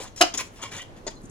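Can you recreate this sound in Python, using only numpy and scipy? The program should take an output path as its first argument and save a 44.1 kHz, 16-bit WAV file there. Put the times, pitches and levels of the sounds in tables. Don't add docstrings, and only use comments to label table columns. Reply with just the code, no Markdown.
import sys
import numpy as np
from scipy import signal
from scipy.fft import rfft, irfft, next_fast_len
from scipy.io import wavfile
from scipy.ndimage import uniform_filter1d

SR = 44100
rng = np.random.default_rng(int(sys.argv[2]) if len(sys.argv) > 2 else 0)


def dump_mix(stems):
    frames = np.atleast_2d(stems).T
    limited = np.clip(frames, -1, 1)
    pcm = np.round(limited * 32767).astype(np.int16)
    wavfile.write(sys.argv[1], SR, pcm)


def ratio_of_db(decibels):
    return 10 ** (np.asarray(decibels, float) / 20)


N = 57330
T = np.arange(N) / SR

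# f/Hz, level/dB
HUM = [(12, -32), (20, 4.5), (328, -0.5), (1190, -15), (1530, -19), (1710, -18), (1910, -21), (3840, -27),
       (16000, -46)]
HUM_SIDE = [(30, 3), (100, -20.5), (350, -11), (1000, 3), (8000, -2.5)]
HUM_DB, FLICKER_DB = -49, 4.5
MAINS_HZ, MAINS_WIDTH_HZ, MAINS_DB = 103.1, 27, -55.5
RUMBLE_HZ, RUMBLE_WIDTH_HZ, RUMBLE_DB = 27, 12, -56.5

# t/s, length/s, level/dB, f/Hz
SMEARS = [
    (-0.0285, 0.058, -40, 570),
    (0.019, 0.059, -47, 920),
    (0.58, 0.051, -50, 800),
    (0.329, 0.047, -46, 300),
    (0.512, 0.088, -64, 16000),
]

# t/s, rise/s, hold/s, edge level/dB, bowl level/dB
STROKES = [(0, 0.00064, 0.015, -47, -48), (0.013, 0.013, 0.019, -48, -55.5),
           (.045, 0.012, 0.023, -57.5, -54), (0.16, .002, 0.0041, -50, -54),
           (0.174, 0.0008, 0.058, -47.5, -57), (0.3393, 0.00042, 0.0097, -37.5, -39.5),
           (0.35, 0.0034, 0.0034, -73, -66), (0.3735, 0.0025, 0.008, -37, -45),
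           (.386, 0.0039, 0.021, -45, -34.5), (0.426, 0.0077, 0.041, -60.5, -72),
           (0.547, 0.013, 0.13, -64, -55), (0.608, 0.022, 0.0085, -47, -40.5),
           (0.644, 0.0034, 0.016, -62, -42), (0.674, 0.0059, 0.013, -68, -60.5),
           (0.703, 0.015, 0.037, -55, -45), (0.759, 0.0067, 0.018, -47.5, -42),
           (0.785, 0.006, 0.013, -60.5, -41), (0.812, 0.0052, 0.0084, -57.5, -49),
           (0.957, 0.0098, 0.016, -70.5, -58), (1.101, 0.0039, 0.0065, -63, -57)]
# f/Hz, width/Hz, level/dB
EDGE = [(3250, 200, -6), (4150, 250, -5), (5450, 250, -4), (6750, 200, -3), (7150, 200, -7),
        (7750, 200, -10)]
BOWL = [(1090, 90, -9), (1550, 120, -9), (1930, 100, -4), (2350, 80, -4), (2940, 100, -2), (3250, 80, -6),
        (3520, 100, -7), (4860, 250, -12)]
# f/Hz, level/dB
EDGE_DENSE = [(500, -26), (1500, -13), (3000, -5), (5500, 1), (7000, -4), (8500, -19), (16000, -34)]
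BOWL_DENSE = [(300, -53), (700, -6), (1200, 2), (2700, 8), (3800, 1), (5500, -5), (9000, -28), (16000, -38)]
EDGE_DENSE_DB, BOWL_DENSE_DB, GRATE_T60_S = 2, -0.5, 0.0402
SLIPS_PER_S, SLIP_SCATTER_DB, GRIP_DB = 6000, 1.2, 1.5
RELEASE_S, STROKE_COLOUR_DB = 0.0083, 1

# t/s, length/s, level/dB, f/Hz, width/Hz
CATCHES = [(0.158, 0.032, -52, 5480, 250), (0.335, 0.017, -42, 3200, 500), (.375, 0.0054, -32, 6700, 900),
           (0.3798, 0.0055, -33.5, 6760, 900), (0.388, 0.026, -40, 2500, 300),
           (0.373, 0.013, -35, 5650, 400), (0.397, 0.012, -41, 1210, 249), (0.615, 0.03, -49.5, 6650, 200),
           (0.629, 0.03, -50, 1930, 90), (.648, .016, -45, 1077, 90), (.712, 0.031, -53, 5400, 120),
           (0.783, 0.02, -47.5, 1920, 90), (.786, .018, -47.5, 3450, 120), (.788, 0.0133, -51.5, 1120, 90),
           (0.803, 0.023, -44.5, 3070, 200), (0.834, 0.043, -62.5, 3090, 300),
           (1.114, 0.013, -59, 3080, 250)]

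# t/s, level/dB, push/ms
BLOW = [
    (.2073, -4, .9),
    (.2107, -2, .14),
    (.2136, -2, .15),
    (.2165, -2, .15),
    (.2194, -3, .14),
    (.2222, -3, .14),
    (.2355, 0, .7),
]
# f/Hz, level/dB, t60/s
WALL = [(311.6, -9.5, 0.16), (352, -5.5, 0.1), (630, -1, 0.052), (667.5, 6.5, 0.048), (715, 1, .07),
        (910, -12, 0.1), (1295, 0.5, 0.3), (1290, 3, 0.24), (1520, 5, 0.1), (2160, -22, 0.057)]
WALL_EXTRA = [(2320, -6, 0.1), (2560, -10, 0.069), (2740, -15, 0.055), (2898, 5, 0.08), (3065, -7, 0.054),
              (3145, -2, .11), (3900, -8, 0.056), (4310, -4, 0.085), (5280, -3.5, .07), (5280, -1.5, 0.052),
              (6100, -16, 0.054), (6440, -11.5, 0.043)]
# f/Hz, level/dB
WALL_DENSE = [(150, -14), (250, -10), (800, -2.5), (1900, -11.5), (2960, -7), (4200, -8), (6300, -8),
              (8000, -20), (16000, -75)]
WALL_DENSE_DB, WALL_DENSE_T60_S = -1.5, 0.19
BLOW_DB, CHOKE_S, CHOKE_DB = 15.5, .227, -5
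FLUTTER_DB, LOW_CUT_HZ = 4, 260
# start t/s, end t/s
CHATTER_S = (.2105, .2272)
CHATTER_DB, CHATTER_T60_S, CHATTER_PER_S, CHATTER_DAMP = -15.5, 0.015, 2600, 0.74

# f/Hz, level/dB
SHIMMER = [(2500, -25), (3400, -3), (5500, 9), (6800, -8), (9000, -27), (16000, -53)]
SHIMMER_DB, SHIMMER_T60_S = -33, 0.28

# t/s, level/dB, push/ms
KNOCKS = [
    (.3404, -36, 0.09),
    (1.0669, -23, 0.49),
    (1.0674, -33, 0.1),
    (1.0700, -33, 0.1),
    (1.0720, -34, 0.09),
    (1.0772, -26, 0.09),
    (1.0805, -33, .09),
    (1.0850, -37, 0.12),
    (1.1010, -39, 0.87),
]
# f/Hz, level/dB, t60/s
KNOCK = [(393, -6, .04), (640, 3, .02), (900, -1, .045), (1400, -5, .015), (1945, 0, .025), (2980, -9, .08),
         (3525, -8, .022), (5155, -8, .03), (6545, -9, .035), (6970, -4, .04)]
# f/Hz, level/dB
KNOCK_DENSE = [(300, -29), (450, -6), (1500, -4), (2700, -7), (5000, -2.5), (7500, -10), (14000, -30)]
KNOCK_DENSE_DB, KNOCK_T60_S = 1, 0.045

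# t/s, level/dB, f/Hz, rise/s (the fall takes as long)
TICKS = [
    (0.818, -40, 6500, .003),
    (1.153, -50.5, 6440, 0.0024),
    (1.205, -53, 4480, .005),
    (1.216, -49, 8400, 0.0028),
    (1.228, -51.5, 7600, 0.012),
    (1.25, -45.5, 7300, 0.0075),
    (1.294, -44, 7660, 0.0041),
]
# t/s, length/s, level/dB, f/Hz
SQUEAKS = [
    (1.16, 0.026, -54, 4130),
    (1.273, .027, -66, 2700),
]
# t/s, level/dB, f/Hz
THUDS = [
    (1.236, -35, 197),
    (1.253, -44.5, 234),
    (1.296, -34.5, 270),
]

# f/Hz, left lead/rad
BLOW_PHASE = [(750, 0), (1000, -1.8), (1270, 1.3), (2400, 1.9), (2950, -1.5), (3400, -1.6), (4200, .7),
              (6800, 1.5)]
GRATE_PHASE = [(600, -.2), (1000, -.6), (1400, 1.2), (1950, .4), (2950, 1.8), (3500, .6), (5000, 2)]
# f/Hz, left minus right level/dB
BLOW_PAN = [(330, -1.5), (700, 3.5), (1270, -3), (2500, 3), (2950, -6), (4200, 3), (6500, 0), (9000, -7)]
GRATE_PAN = [(600, 1), (1400, 2), (1950, -5), (2950, 0), (4200, 4), (9000, 0)]
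ROOM_DB, ROOM_T60_S, ROOM_DAMP_HZ, ROOM_GAP_S = -10, 0.24, 8740, 0.0027
# f/Hz, width/Hz, boost level/dB
LEFT_PORT = (6500, 1070, 5.06)
RIGHT_PORT = (10650, 650, 6.6)
CEILING, MIC_TOP_HZ = 1.8, 15000


def unit(x):
    return x / np.sqrt(np.sum(x ** 2))


def shaped(x, table, fn=ratio_of_db):
    f, value = np.array(table).T[:2]
    n = next_fast_len(x.shape[-1])
    hz = np.arange(n // 2 + 1) * SR / n
    gain = fn(np.interp(np.log(hz + 1), np.log(f), value))
    return irfft(rfft(x, n) * gain, n)[..., :x.shape[-1]]


def band(x, hz, width):
    return signal.lfilter(*signal.iirpeak(hz, hz / width, SR), x)


def decay(t, t60):
    return np.exp(-np.log(1000) * t / t60)


def half_sine(start, length):
    return np.sin(np.pi * np.clip((T - start) / length, 0, 1))


def walk(rate):
    k = int(SR / rate)
    steps = np.repeat(rng.standard_normal(N // k + 1), k)
    return 1.13 * uniform_filter1d(uniform_filter1d(steps, k), k)[:N]


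def conv(x, h):
    return signal.fftconvolve(x, h)[:N]


def contacts(rows):
    return sum(ratio_of_db(db) * half_sine(s, ms / 1000) / (ms * SR / 1000) for s, db, ms in rows)


def body(modes, dense, dense_db, t60, rough=0., even=False, size=SR // 2):
    t = np.arange(size) / SR
    mass = rng.standard_normal(size)
    if even:
        phase = np.angle(rfft(mass * decay(t, max(t60 / 2, .004))))
        mass = irfft(np.exp(1j * phase), size) / decay(t, max(t60 * 2, .004))
    out = ratio_of_db(dense_db) * unit(shaped(mass, dense) * decay(t, max(t60, .004)))
    strong = 0
    for hz, db, mode_t60 in modes:
        mode = ratio_of_db(db) * np.sin(2 * np.pi * hz * t) * decay(t, max(mode_t60, .004))
        if rough:
            mode = mode * ratio_of_db(rough * np.sqrt(hz / 3000) * walk(103)[:size])
        strong = strong + mode
    out = out + unit(strong)
    return signal.sosfilt(signal.butter(4, LOW_CUT_HZ, "high", fs=SR, output="sos"), out)


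def kitchen():
    pair = rng.standard_normal((2, N))
    rough = 0
    for hz in 22 * 2 ** np.arange(0, 9.6, .5):
        rough = rough + band(pair, hz, hz / 2) * np.sqrt(2 / hz) * ratio_of_db(FLICKER_DB * walk(12.6))
    hum = shaped(shaped(rough, [(20, 13), (20000, 43)]), HUM)
    out = hum / hum[0].std() * ratio_of_db(HUM_DB)
    for hz, width, db in ((MAINS_HZ, MAINS_WIDTH_HZ, MAINS_DB), (RUMBLE_HZ, RUMBLE_WIDTH_HZ, RUMBLE_DB)):
        tone = band(band(rng.standard_normal((2, N)), hz, width), hz, 2 * width)
        out = out + ratio_of_db(db) * tone / tone.std()
    side = shaped(out[1], HUM_SIDE)
    return np.array([out[0] + side, out[0] - side])


def smears():
    noise, out = rng.standard_normal(N), 0
    for s, length, db, hz in SMEARS:
        drag = noise * half_sine(s, length)
        out = out + ratio_of_db(db) * np.sqrt(SR / hz) * band(band(drag, hz, hz), hz, hz)
    return out


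def slips(rate):
    size = ratio_of_db(SLIP_SCATTER_DB * rng.exponential(size=N))
    x = (rng.random(N) < rate / SR) * size * rng.choice([-1, 1], N)
    return x / x.std()


def grating():
    out = 0
    for col, peaks, dense, db in ((3, EDGE, EDGE_DENSE, EDGE_DENSE_DB), (4, BOWL, BOWL_DENSE, BOWL_DENSE_DB)):
        grit = slips(SLIPS_PER_S) * ratio_of_db(GRIP_DB * walk(150.4))
        for row in STROKES:
            start, rise, hold = row[:3]
            press = np.clip((T - start) / rise, 0, 1) ** 2
            press = press * np.exp(-np.maximum(T - start - rise - hold, 0) / RELEASE_S)
            modes = []
            for hz, width, level in peaks:
                detune, colour = rng.standard_normal(2)
                level = level + STROKE_COLOUR_DB * colour + 10 * np.log10(width)
                modes.append((hz * (1 + 0.0052 * detune), level, np.log(1000) / (np.pi * width)))
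            metal = body(modes, dense, db, GRATE_T60_S, even=True, size=2048)
            out = out + conv(grit * ratio_of_db(row[col]) * press, metal)
    return out


def catches():
    noise, out = rng.standard_normal(N), 0
    for s, length, db, hz, width in CATCHES:
        rub = noise * half_sine(s, length) ** .5
        out = out + ratio_of_db(db) * np.sqrt(SR / width) * band(band(rub, hz, width), hz, 2 * width)
    return out


def hard_blow():
    wall = body(WALL + WALL_EXTRA, WALL_DENSE, WALL_DENSE_DB, WALL_DENSE_T60_S, rough=FLUTTER_DB, even=True)
    choke = CHOKE_DB * np.clip((T - CHOKE_S) * 400, 0, 1)
    ring = ratio_of_db(BLOW_DB + choke) * conv(contacts(BLOW), wall)
    held_modes = [(hz, db, t60 * CHATTER_DAMP) for hz, db, t60 in WALL_EXTRA]
    held = body(held_modes, WALL_DENSE, 0, CHATTER_T60_S, rough=FLUTTER_DB)
    gate = np.clip((T - CHATTER_S[0]) * 2000, 0, 1) * np.clip((CHATTER_S[1] - T) * 500, 0, 1)
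    hits = (rng.random(N) < CHATTER_PER_S / SR) * rng.standard_normal(N) * np.sqrt(SR / CHATTER_PER_S)
    return ring + conv(ratio_of_db(CHATTER_DB) * gate * hits, held)


def shimmer():
    t = T - CHATTER_S[0]
    hiss = shaped(rng.standard_normal((2, N)), SHIMMER)
    level = ratio_of_db(SHIMMER_DB + GRIP_DB * walk(120))
    return level * hiss / hiss.std() * np.clip(t * 200, 0, 1) * decay(np.maximum(t, 0), SHIMMER_T60_S)


def knock():
    damped = body(KNOCK, KNOCK_DENSE, KNOCK_DENSE_DB, KNOCK_T60_S, rough=FLUTTER_DB)
    return -ratio_of_db(21.5) * conv(contacts(KNOCKS), damped)


def ticks():
    noise, out = rng.standard_normal(N), 0
    for s, db, hz, length in TICKS:
        burst = noise * half_sine(s, 2 * length)
        out = out + ratio_of_db(db) * band(band(burst, hz, hz / 2), hz, hz / 2)
    return out


def squeaks():
    return sum(ratio_of_db(db) * np.sin(2 * np.pi * hz * T) * half_sine(s, d) ** .5 for s, d, db, hz in SQUEAKS)


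def thuds():
    return sum(ratio_of_db(db) * np.sin(2 * np.pi * hz * (T - s)) * half_sine(s, 2.3 / hz) for s, db, hz in THUDS)


def room(x):
    t = np.arange(SR // 2) / SR
    noise = rng.standard_normal((2, len(t)))
    low = signal.lfilter(*signal.butter(1, ROOM_DAMP_HZ, fs=SR), noise)
    fade = decay(t, ROOM_T60_S)
    tail = (low * fade + (noise - low) * fade ** 2) * np.clip(t / ROOM_GAP_S - 1, 0, 1)
    return ratio_of_db(ROOM_DB) * np.array([conv(x, unit(h)) for h in tail])


def ports(x, phase, pan):
    pair = []
    for side in (1, -1):
        turned = shaped(x, phase, lambda rad: np.exp(.5j * side * rad))
        pair.append(shaped(turned, pan, lambda db: ratio_of_db(side * db / 2)))
    return np.array(pair)


def scene():
    blow = hard_blow()
    near = smears() + grating() + catches() + knock() + ticks() + squeaks() + thuds()
    direct = ports(blow, BLOW_PHASE, BLOW_PAN) + ports(near, GRATE_PHASE, GRATE_PAN)
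    return direct + room(blow + near) + kitchen() + shimmer()


def top_cut(x):
    return signal.sosfilt(signal.butter(12, 16190, fs=SR, output="sos"), x)


def record(dry):
    x = np.array([v + ratio_of_db(db) * band(v, hz, width) for v, (hz, width, db) in zip(dry, (LEFT_PORT, RIGHT_PORT))])
    x = signal.lfilter(*signal.butter(2, MIC_TOP_HZ, fs=SR), x)
    return top_cut(CEILING * np.tanh(x / CEILING))


dry = scene()
out = record(dry)
dump_mix(out)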